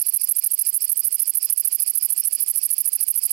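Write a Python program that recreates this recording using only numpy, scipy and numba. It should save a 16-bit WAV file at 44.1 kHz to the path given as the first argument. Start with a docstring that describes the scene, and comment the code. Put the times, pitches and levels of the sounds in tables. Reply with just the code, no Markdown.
"""Bush-cricket in tall grass

A bush-cricket trills close by: each wing cycle is a soft opening buzz, a closing stroke, a reopening buzz
and a second closing stroke. Every tooth struck rings the wing briefly, and the grass echoes it.
A farther insect chirps in rattles of clicks, over a faint chorus of hiss, with a few low clicks.
One microphone, wired to the right channel, with a fast gain control."""
import sys
import numpy as np
from scipy import signal
from scipy.fft import rfft, irfft, next_fast_len
from scipy.io import wavfile
from scipy.ndimage import uniform_filter1d, map_coordinates
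from numba import njit

SR = 44100
rng = np.random.default_rng(int(sys.argv[2]) if len(sys.argv) > 2 else 0)


def to_wav(sig):
    """Store sig (one row per channel, or 1-D mono) as 16-bit WAV at the path in sys.argv[1].

    Samples outside -1..1 are clipped; the rate is SR.
    """
    pcm = np.clip(np.atleast_2d(sig), -1, 1) * 32767
    pcm = np.round(pcm).astype(np.int16)
    wavfile.write(sys.argv[1], SR, pcm.T)  # frames by channels


def magnitude_from_level(level_db):
    """Linear magnitude for a level in decibels (20 dB per decade)."""
    exponent = np.asarray(level_db, float) / 20
    return 10 ** exponent


N = 146412  # length of the sound in samples


def cricket():
    """Four wing movements per cycle, two opening and two closing, plus the echo of the grass."""
    # first and second closing strokes: last_tooth_s, length_s, level_db, pitch_hz (before evening out)
    first_strokes = [(0.0011, 0.0049, 4.5, 11400), (0.0764, 0.018, -3.5, 11000), (0.1515, 0.016, 3, 11000),
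                     (0.223, 0.015, -6.5, 9700), (0.3004, 0.014, -1, 10800), (0.3754, 0.016, -1, 11200),
                     (0.4516, 0.0142, -1, 11000), (0.5255, 0.015, -1.5, 11200),
                     (0.6016, 0.013, -0.5, 10600), (0.6802, 0.022, -0.5, 10900),
                     (0.7582, 0.027, -1.5, 10540), (0.833, 0.025, -4.4, 11400),
                     (0.9066, 0.016, -2.5, 11000), (0.9835, 0.019, -2, 11100), (1.0612, 0.019, 0.5, 11400),
                     (1.135, 0.019, -5, 11000), (1.2096, 0.016, -1.5, 11090), (1.2876, 0.021, -3, 10900),
                     (1.3617, 0.015, -3.5, 11190), (1.4371, 0.018, -5.3, 10700), (1.5103, 0.011, 0, 10900),
                     (1.5878, 0.015, -0.5, 10650), (1.6622, 0.0151, 1, 10760), (1.7377, 0.02, -2, 10530),
                     (1.8106, 0.014, -2.5, 11200), (1.8885, 0.023, -2, 10600), (1.9645, 0.018, -2, 11300),
                     (2.039, 0.015, -1, 11200), (2.1132, 0.018, -2, 10700), (2.1884, 0.019, -2, 10800),
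                     (2.2627, 0.0148, -1, 10440), (2.3396, 0.017, -2.5, 10500), (2.415, 0.018, -3.5, 10950),
                     (2.4915, 0.019, -3.5, 10700), (2.567, 0.018, -3, 11200), (2.6424, 0.017, -3.5, 11000),
                     (2.7178, 0.015, -1, 10800), (2.7914, 0.011, -0.5, 11200), (2.8665, 0.018, -2.5, 10400),
                     (2.941, 0.015, -3.5, 10300), (3.018, 0.015, -1.5, 11000), (3.093, 0.017, -1, 10700),
                     (3.1674, 0.017, -4, 11400), (3.2444, 0.02, -3.5, 10450), (3.3187, 0.015, -3.5, 10800)]
    second_strokes = [(0.0278, 0.013, -8, 11800), (0.1008, 0.015, -7, 12150), (0.1763, 0.017, -8, 12200),
                      (0.2502, 0.0157, -10, 12600), (0.3259, 0.016, -6, 12700), (0.3993, 0.015, -9, 12200),
                      (0.4768, 0.015, -6.5, 12500), (0.5502, 0.0141, -6.5, 11800),
                      (0.6256, 0.014, -9, 11800), (0.703, 0.018, -8, 12350), (0.7797, 0.018, -11, 12200),
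                      (0.8559, 0.014, -11, 11700), (0.9331, 0.0168, -8, 12400),
                      (1.0095, 0.017, -8.5, 12300), (1.0843, 0.018, -9, 12500),
                      (1.1604, 0.018, -10.5, 11900), (1.2346, 0.017, -8.5, 11960),
                      (1.3078, 0.013, -8.5, 11710), (1.3871, 0.0158, -8, 12300), (1.4606, 0.013, -9, 11930),
                      (1.5373, 0.012, -7.5, 12020), (1.6124, 0.015, -9.5, 12300),
                      (1.6857, 0.012, -9, 12120), (1.7613, 0.013, -8, 12200), (1.8368, 0.017, -9, 11600),
                      (1.9111, 0.013, -10, 11700), (1.9889, 0.015, -9.5, 11760.0),
                      (2.063, 0.015, -7, 12300), (2.1383, 0.015, -9.5, 12020), (2.2102, 0.0124, -7, 12070),
                      (2.2856, 0.013, -9, 11900.0), (2.3617, 0.012, -10.5, 11390),
                      (2.4391, 0.017, -10, 12300), (2.5167, 0.019, -10.5, 12000),
                      (2.5913, 0.019, -10, 11340), (2.667, 0.015, -9, 11900), (2.7433, 0.017, -11, 11750),
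                      (2.8188, 0.015, -7.5, 11900), (2.8903, 0.015, -10, 12150), (2.9654, 0.013, -9, 11730),
                      (3.0412, 0.014, -10, 11600), (3.1171, 0.014, -6.5, 12080.0),
                      (3.193, 0.018, -9.5, 12200), (3.2675, 0.015, -8.5, 11660.0)]
    # teeth counted back from the end of a stroke:
    # gap_ms (to the tooth struck after it, before stretching), ring_ms, pitch_ratio
    first_teeth = [(0, .11, 1), (1.75, .11, 1.03), (1.95, .105, 1.03), (1.75, .1, 1.02), (1.4, .09, 1.03),
                   (1.1, .075, 1.06), (.65, .065, 1.07), (.7, .065, 1.06), (1.05, .075, 1.06),
                   (1.3, .075, 1.05), (1.2, .075, 1.04), (1.05, .075, 1.04), (1.15, .075, 1.03),
                   (1.25, .09, .98), (1.6, .09, .95), (1.7, .09, .94)]
    second_teeth = [(0, .12, 1), (2.3, .115, .99), (2.35, .11, .98), (2.15, .105, .96), (1.85, .1, .94),
                    (1.55, .09, .94), (1.3, .08, .95), (1.1, .07, .95), (.95, .065, .95), (.85, .065, .96),
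                    (.8, .065, .96), (.8, .065, .96)]
    # strength of those same teeth, added to the level of the stroke: strength_db
    first_teeth_db = [5.5, 9, 8.5, 8.5, 8, 0.5, 7, 3.5, -4, -2, -7, -8, -5.5, -14, -8.5, -8]
    second_teeth_db = [12.9, 20.2, 18.6, 19.2, 18.6, 15.2, 11.8, 16, 12.8, 13.4, 8.5, 7]
    # wing openings before the first strokes: time_s, level_db, pitch_hz
    opening_buzzes = [(0.051, -18, 10200), (0.1261, -13.5, 9960), (0.2, -14, 9500), (0.2752, -16, 9700),
                      (0.354, -16, 8360), (0.4263, -17, 9200), (0.5054, -17.5, 8600),
                      (0.5806, -14.5, 9170.0), (0.6532, -16, 9050), (0.73, -14, 9000), (0.8086, -17, 8700),
                      (0.8807, -12.5, 9400), (0.9605, -18.5, 8700), (1.037, -14, 9400), (1.11, -17, 8600),
                      (1.1853, -16, 9600), (1.259, -18, 8800), (1.3382, -18, 8820.0), (1.4133, -18, 9300),
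                      (1.489, -27, 9700), (1.564, -21, 9570.0), (1.639, -25, 9600), (1.714, -20.6, 9800),
                      (1.7864, -20, 9600), (1.8642, -12.5, 9200), (1.9378, -15, 9510), (2.013, -12, 9600),
                      (2.0905, -14.5, 8970), (2.1651, -13, 9150), (2.2403, -11, 9140),
                      (2.3123, -18, 9650.0), (2.3893, -20, 9760.0), (2.4649, -15, 9360),
                      (2.5415, -15, 9460), (2.6181, -18.5, 9510), (2.6932, -18, 9640), (2.7682, -19, 9870),
                      (2.8451, -16, 9140), (2.9206, -18, 8940), (2.9933, -18, 9250), (3.068, -14, 9530),
                      (3.1426, -14.5, 9800), (3.2182, -16, 9480), (3.295, -15, 9690.0)]
    reopen_ms, reopen_slack_s = 6.2, 0.001  # delay after the first stroke's last tooth, its scatter
    reopen_db, reopen_hz = -10, 10000
    grass_db, grass_t60_s = -16, 0.043  # echo scattered by the stalks

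    stroke_ends = np.transpose(first_strokes)[0]
    slack = reopen_slack_s * rng.standard_normal(len(stroke_ends))
    reopen_s = stroke_ends + reopen_ms / 1000 + slack
    same = np.ones(len(stroke_ends))

    song = closings(first_strokes, first_teeth, first_teeth_db)
    song += closings(second_strokes, second_teeth, second_teeth_db)
    song += openings(*np.transpose(opening_buzzes))
    song += openings(reopen_s, reopen_db * same, reopen_hz * same)
    return song + magnitude_from_level(grass_db) * scatter(song, grass_t60_s)


def closings(strokes, teeth, teeth_db):
    """The scraper strikes as many teeth as fit the stroke, and each one rings three modes of the wing."""
    # side modes of the wing: pitch_ratio, level_db
    side_modes = [(0.858, -8.5), (1.199, -16)]
    gap_scatter, pitch_scatter = 0.1, 0.012  # random shares
    size_scatter_db = 1.3
    sag = 0.063  # share by which the pitch starts high and then falls within a ring
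    main_mode = (1, 0.045)  # pitch ratio, dB

    gap_ms, ring_ms, ratio = np.transpose(teeth)
    end, length, stroke_db, end_hz = np.transpose(strokes)[:, :, None]
    luck = rng.standard_normal((len(strokes), 3, len(teeth)))

    # time from each tooth to the stroke's end, stretched so that the earliest tooth struck fits the length
    back = np.cumsum(gap_ms / 1000 * np.exp(gap_scatter * luck[:, 0]), 1)
    earliest = np.abs(back - length).argmin(1)[:, None]
    back = back * length / np.take_along_axis(back, earliest, 1).clip(1e-4)
    struck = np.arange(len(teeth)) <= earliest

    # each stroke's pitch lies halfway between its own value and the average
    even_hz = (end_hz + np.mean(end_hz)) / 2
    hz = (even_hz * ratio * np.exp(pitch_scatter * luck[:, 1]))[struck]
    db = (stroke_db + teeth_db + size_scatter_db * luck[:, 2])[struck]
    s = (end - back)[struck]
    ring_ms = (ring_ms + 0 * back)[struck]

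    sound = np.zeros(N)
    for mode_ratio, mode_db in [main_mode] + list(side_modes):
        sound += rings(s, db + mode_db, ring_ms, hz * mode_ratio, sag, size=90)
    return sound


def openings(s, db, hz):
    """Nine lightly brushed teeth blur into a narrow buzz, strongest near its start, with a thin scratch."""
    buzz_ms, buzz_ring_ms = 6.3, 0.3
    pitch_scatter, pitch_rise = 0.03, 0.026  # shares
    scratch_hz, scratch_db, scratch_ring_ms = 13500, -10, 0.197
    scratch_spread_s = 0.011

    place = rng.random((len(s), 9))  # 0 at the start of the buzz, 1 at its end
    luck = rng.standard_normal((len(s), 9))
    when = s[:, None] + buzz_ms / 1000 * (place ** 1.5 - 0.3)
    size_db = (db[:, None] - 8 * place).ravel()
    pitch = hz[:, None] * np.exp(pitch_scatter * luck + pitch_rise * (place - 0.35))
    buzz_ring = np.full(when.size, buzz_ring_ms)
    buzz = rings(when.ravel(), size_db, buzz_ring, pitch.ravel(), 0, size=200)

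    scratch_pitch = scratch_hz * np.exp(0.1 * rng.standard_normal(when.shape)).clip(0.7, 1.3)
    scratch_s = s[:, None] + scratch_spread_s * (rng.random(when.shape) - 0.5)
    scratch_ring = np.full(when.size, scratch_ring_ms)
    scratch = rings(scratch_s.ravel(), size_db + scratch_db, scratch_ring, scratch_pitch.ravel(), 0, size=120)
    return buzz + scratch


def rings(s, db, ring_ms, hz, sag, size):
    """Ringing bursts that swell to their peak at times s in three ring times, then die; pitch may sag."""
    start = (s - 3 * ring_ms / 1000) * SR
    k = np.floor(start)[:, None] + np.arange(1, size + 1)  # sample numbers of each burst
    t = (k - start[:, None]) / SR
    u = t / (ring_ms[:, None] / 1000)  # age in ring times
    bend = 1 + sag * (1 - u / 6).clip(-1)
    phase = 2 * np.pi * (hz[:, None] * t * bend + rng.random((len(s), 1)))
    envelope = (u / 3) ** 3 * np.exp(3 - u)
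    wave = magnitude_from_level(db)[:, None] * envelope * np.sin(phase)
    inside = (k >= 0) & (k < N)
    return np.bincount(k[inside].astype(int), wave[inside], N)


def scatter(x, t60):
    """A dense cloud of echoes that falls 60 dB in t60 seconds, drawn anew every 75 ms."""
    out = np.zeros(N + SR)
    step = 3308  # 75 ms in samples
    t = np.arange(SR // 5) / SR
    for a in range(0, N, step):
        tail = rng.standard_normal(len(t)) * magnitude_from_level(-60 * t / t60)
        wet = signal.fftconvolve(x[a:a + step], tail / np.linalg.norm(tail))
        out[a:a + len(wet)] += wet
    return out[:N]


def far_chirps():
    """A farther insect: rattles of nearly steady clicks ring two modes, half lost in echoes."""
    # far chirps: start_s, length_s, level_db
    chirps = [(.0004, 0.056, -29), (0.177, 0.086, -26.5), (0.384, 0.1, -29.5), (0.589, 0.11, -29),
              (0.793, 0.088, -29.5), (1.002, 0.078, -31.5), (1.181, 0.088, -29.5), (1.3905, .12, -29),
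              (1.5586, 0.17, -32.5), (1.786, 0.11, -28), (1.9886, 0.074, -28), (2.168, 0.09, -28.5),
              (2.337, 0.12, -30.5), (2.5673, 0.093, -29.5), (2.75, 0.11, -33.5), (2.939, 0.1, -29.5),
              (3.181, 0.11, -30)]
    # what each click rings: pitch_hz, level_db, ring_ms
    click_modes = [(5060, 0.5, 0.292), (2497, -15, 0.395)]
    clicks_per_s, edge_s = 197.5, 0.0097  # edge: time to fade in or out
    time_scatter_s, size_scatter_db, pitch_scatter = 0.000292, 1.4, 0.04
    echo_db, echo_t60_s = 3, 0.089

    start, length, chirp_db = np.transpose(chirps)[:, :, None]
    t = np.arange(30) / clicks_per_s + 0 * start
    luck = rng.standard_normal((len(chirps), 3, 30))
    # clicks past the end of the chirp are left at -80 dB
    swell = np.clip(np.minimum(t + 0.0036, length - t) / edge_s, 1e-4, 1)
    s = (start + t + time_scatter_s * luck[:, 0]).ravel()
    db = (chirp_db + 20 * np.log10(swell) + size_scatter_db * luck[:, 1]).ravel()
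    detune = np.exp(pitch_scatter * luck[:, 2].ravel())

    dry_rattle = np.zeros(N)
    for hz, mode_db, ring_ms in click_modes:
        dry_rattle += rings(s, db + mode_db, np.full(s.size, ring_ms), hz * detune, 0, size=260)
    return dry_rattle + magnitude_from_level(echo_db) * scatter(dry_rattle, echo_t60_s)


def low_clicks():
    """Faint low clicks, each a brief ring."""
    # low clicks: time_s, level_db, pitch_hz, ring_ms
    click_rings = [(1.652, -38.5, 191, 1.2), (1.652, -35.5, 1440, 0.72), (2.11, -32, 910, 1.1)]
    s, db, hz, ring_ms = np.transpose(click_rings)
    return rings(s, db, ring_ms, hz, 0, size=1200)


def chorus():
    """Distant insects and air: hiss shaped in pitch, with a gently fluttering level."""
    # color of the hiss: pitch_hz, relative_level_db
    color = [(20, -45), (60, -16), (317, -13), (800, -17), (1700, -18.5), (2350, -7.5), (3100, -7.5),
             (3750, -15), (4400, -1.5), (4950, 3.5), (5500, -3), (6300, -11.5), (8000, -5), (11000, -2),
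             (13500, -9.5), (15800, -9)]
    level_db, flutter_db = -33.5, 1.5
    flutter_step = 1500  # samples between random levels, 34 ms

    hz, db = np.transpose(color)
    noise = rng.standard_normal(N)
    hiss = filtered(noise, lambda f: magnitude_from_level(np.interp(np.log(f + 1), np.log(hz + 1), db)))
    random_levels = rng.standard_normal(N // flutter_step + 4)
    flutter = map_coordinates(random_levels, [np.arange(N) / flutter_step])
    return magnitude_from_level(level_db + flutter_db * flutter) * hiss / hiss.std()


def filtered(x, gain):
    """Make each pitch in x louder or softer by gain(frequency in Hz)."""
    m = next_fast_len(N + 8192)
    return irfft(rfft(x, m) * gain(np.fft.rfftfreq(m, 1 / SR)), m)[:N]


def scene():
    """Everything adds up at the one microphone, given here as two equal channels."""
    sound = cricket() + far_chirps() + low_clicks() + chorus()
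    return np.array([sound, sound])


@njit
def follow(power, up, down):
    """Track the power with a quick rise and a slower fall."""
    out, held = np.empty_like(power), power[:400].mean()
    for i in range(len(power)):
        held += (up if power[i] > held else down) * (power[i] - held)
        out[i] = held
    return out


def record(dry):
    """Gain control ducks loud strokes, a limiter evens peaks, the preamplifier bends; right channel only."""
    knee_db, squeeze = -18, 0.67  # where ducking sets in, its strength
    grab_ms, let_go_ms = 3.09, 9.62
    roof = 0.72  # limiter ceiling for the swing
    bend = 0.017  # lopsidedness of the preamplifier
    crackle_db, crackle_hz = -34, 3160  # hiss that rides on loud sound, where its treble starts to fade
    low_cut_hz, top_hz = 45, 15830  # bass roll-off, sharp treble cut

    up, down = 1000 / (grab_ms * SR), 1000 / (let_go_ms * SR)
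    held = uniform_filter1d(follow(dry[1] ** 2, up, down), size=41)
    x = dry[1] * (1 + held / magnitude_from_level(knee_db) ** 2) ** (-squeeze / 2)

    # the swing is the outline of the wave's peaks
    swing = uniform_filter1d(np.abs(signal.hilbert(x)), size=9)
    x = x / (1 + (swing / roof) ** 4) ** (1 / 4)

    hiss = filtered(rng.standard_normal(N), lambda f: 1 / (1 + (f / crackle_hz) ** 2))
    crackle = magnitude_from_level(crackle_db) * np.minimum(swing, roof) * hiss
    bent = x + bend * x ** 2 + crackle
    x = filtered(bent, lambda f: (f < top_hz) * f ** 2 / (f ** 2 + low_cut_hz ** 2))
    return np.array([0 * x, x])


dry = scene()
out = record(dry)
to_wav(out)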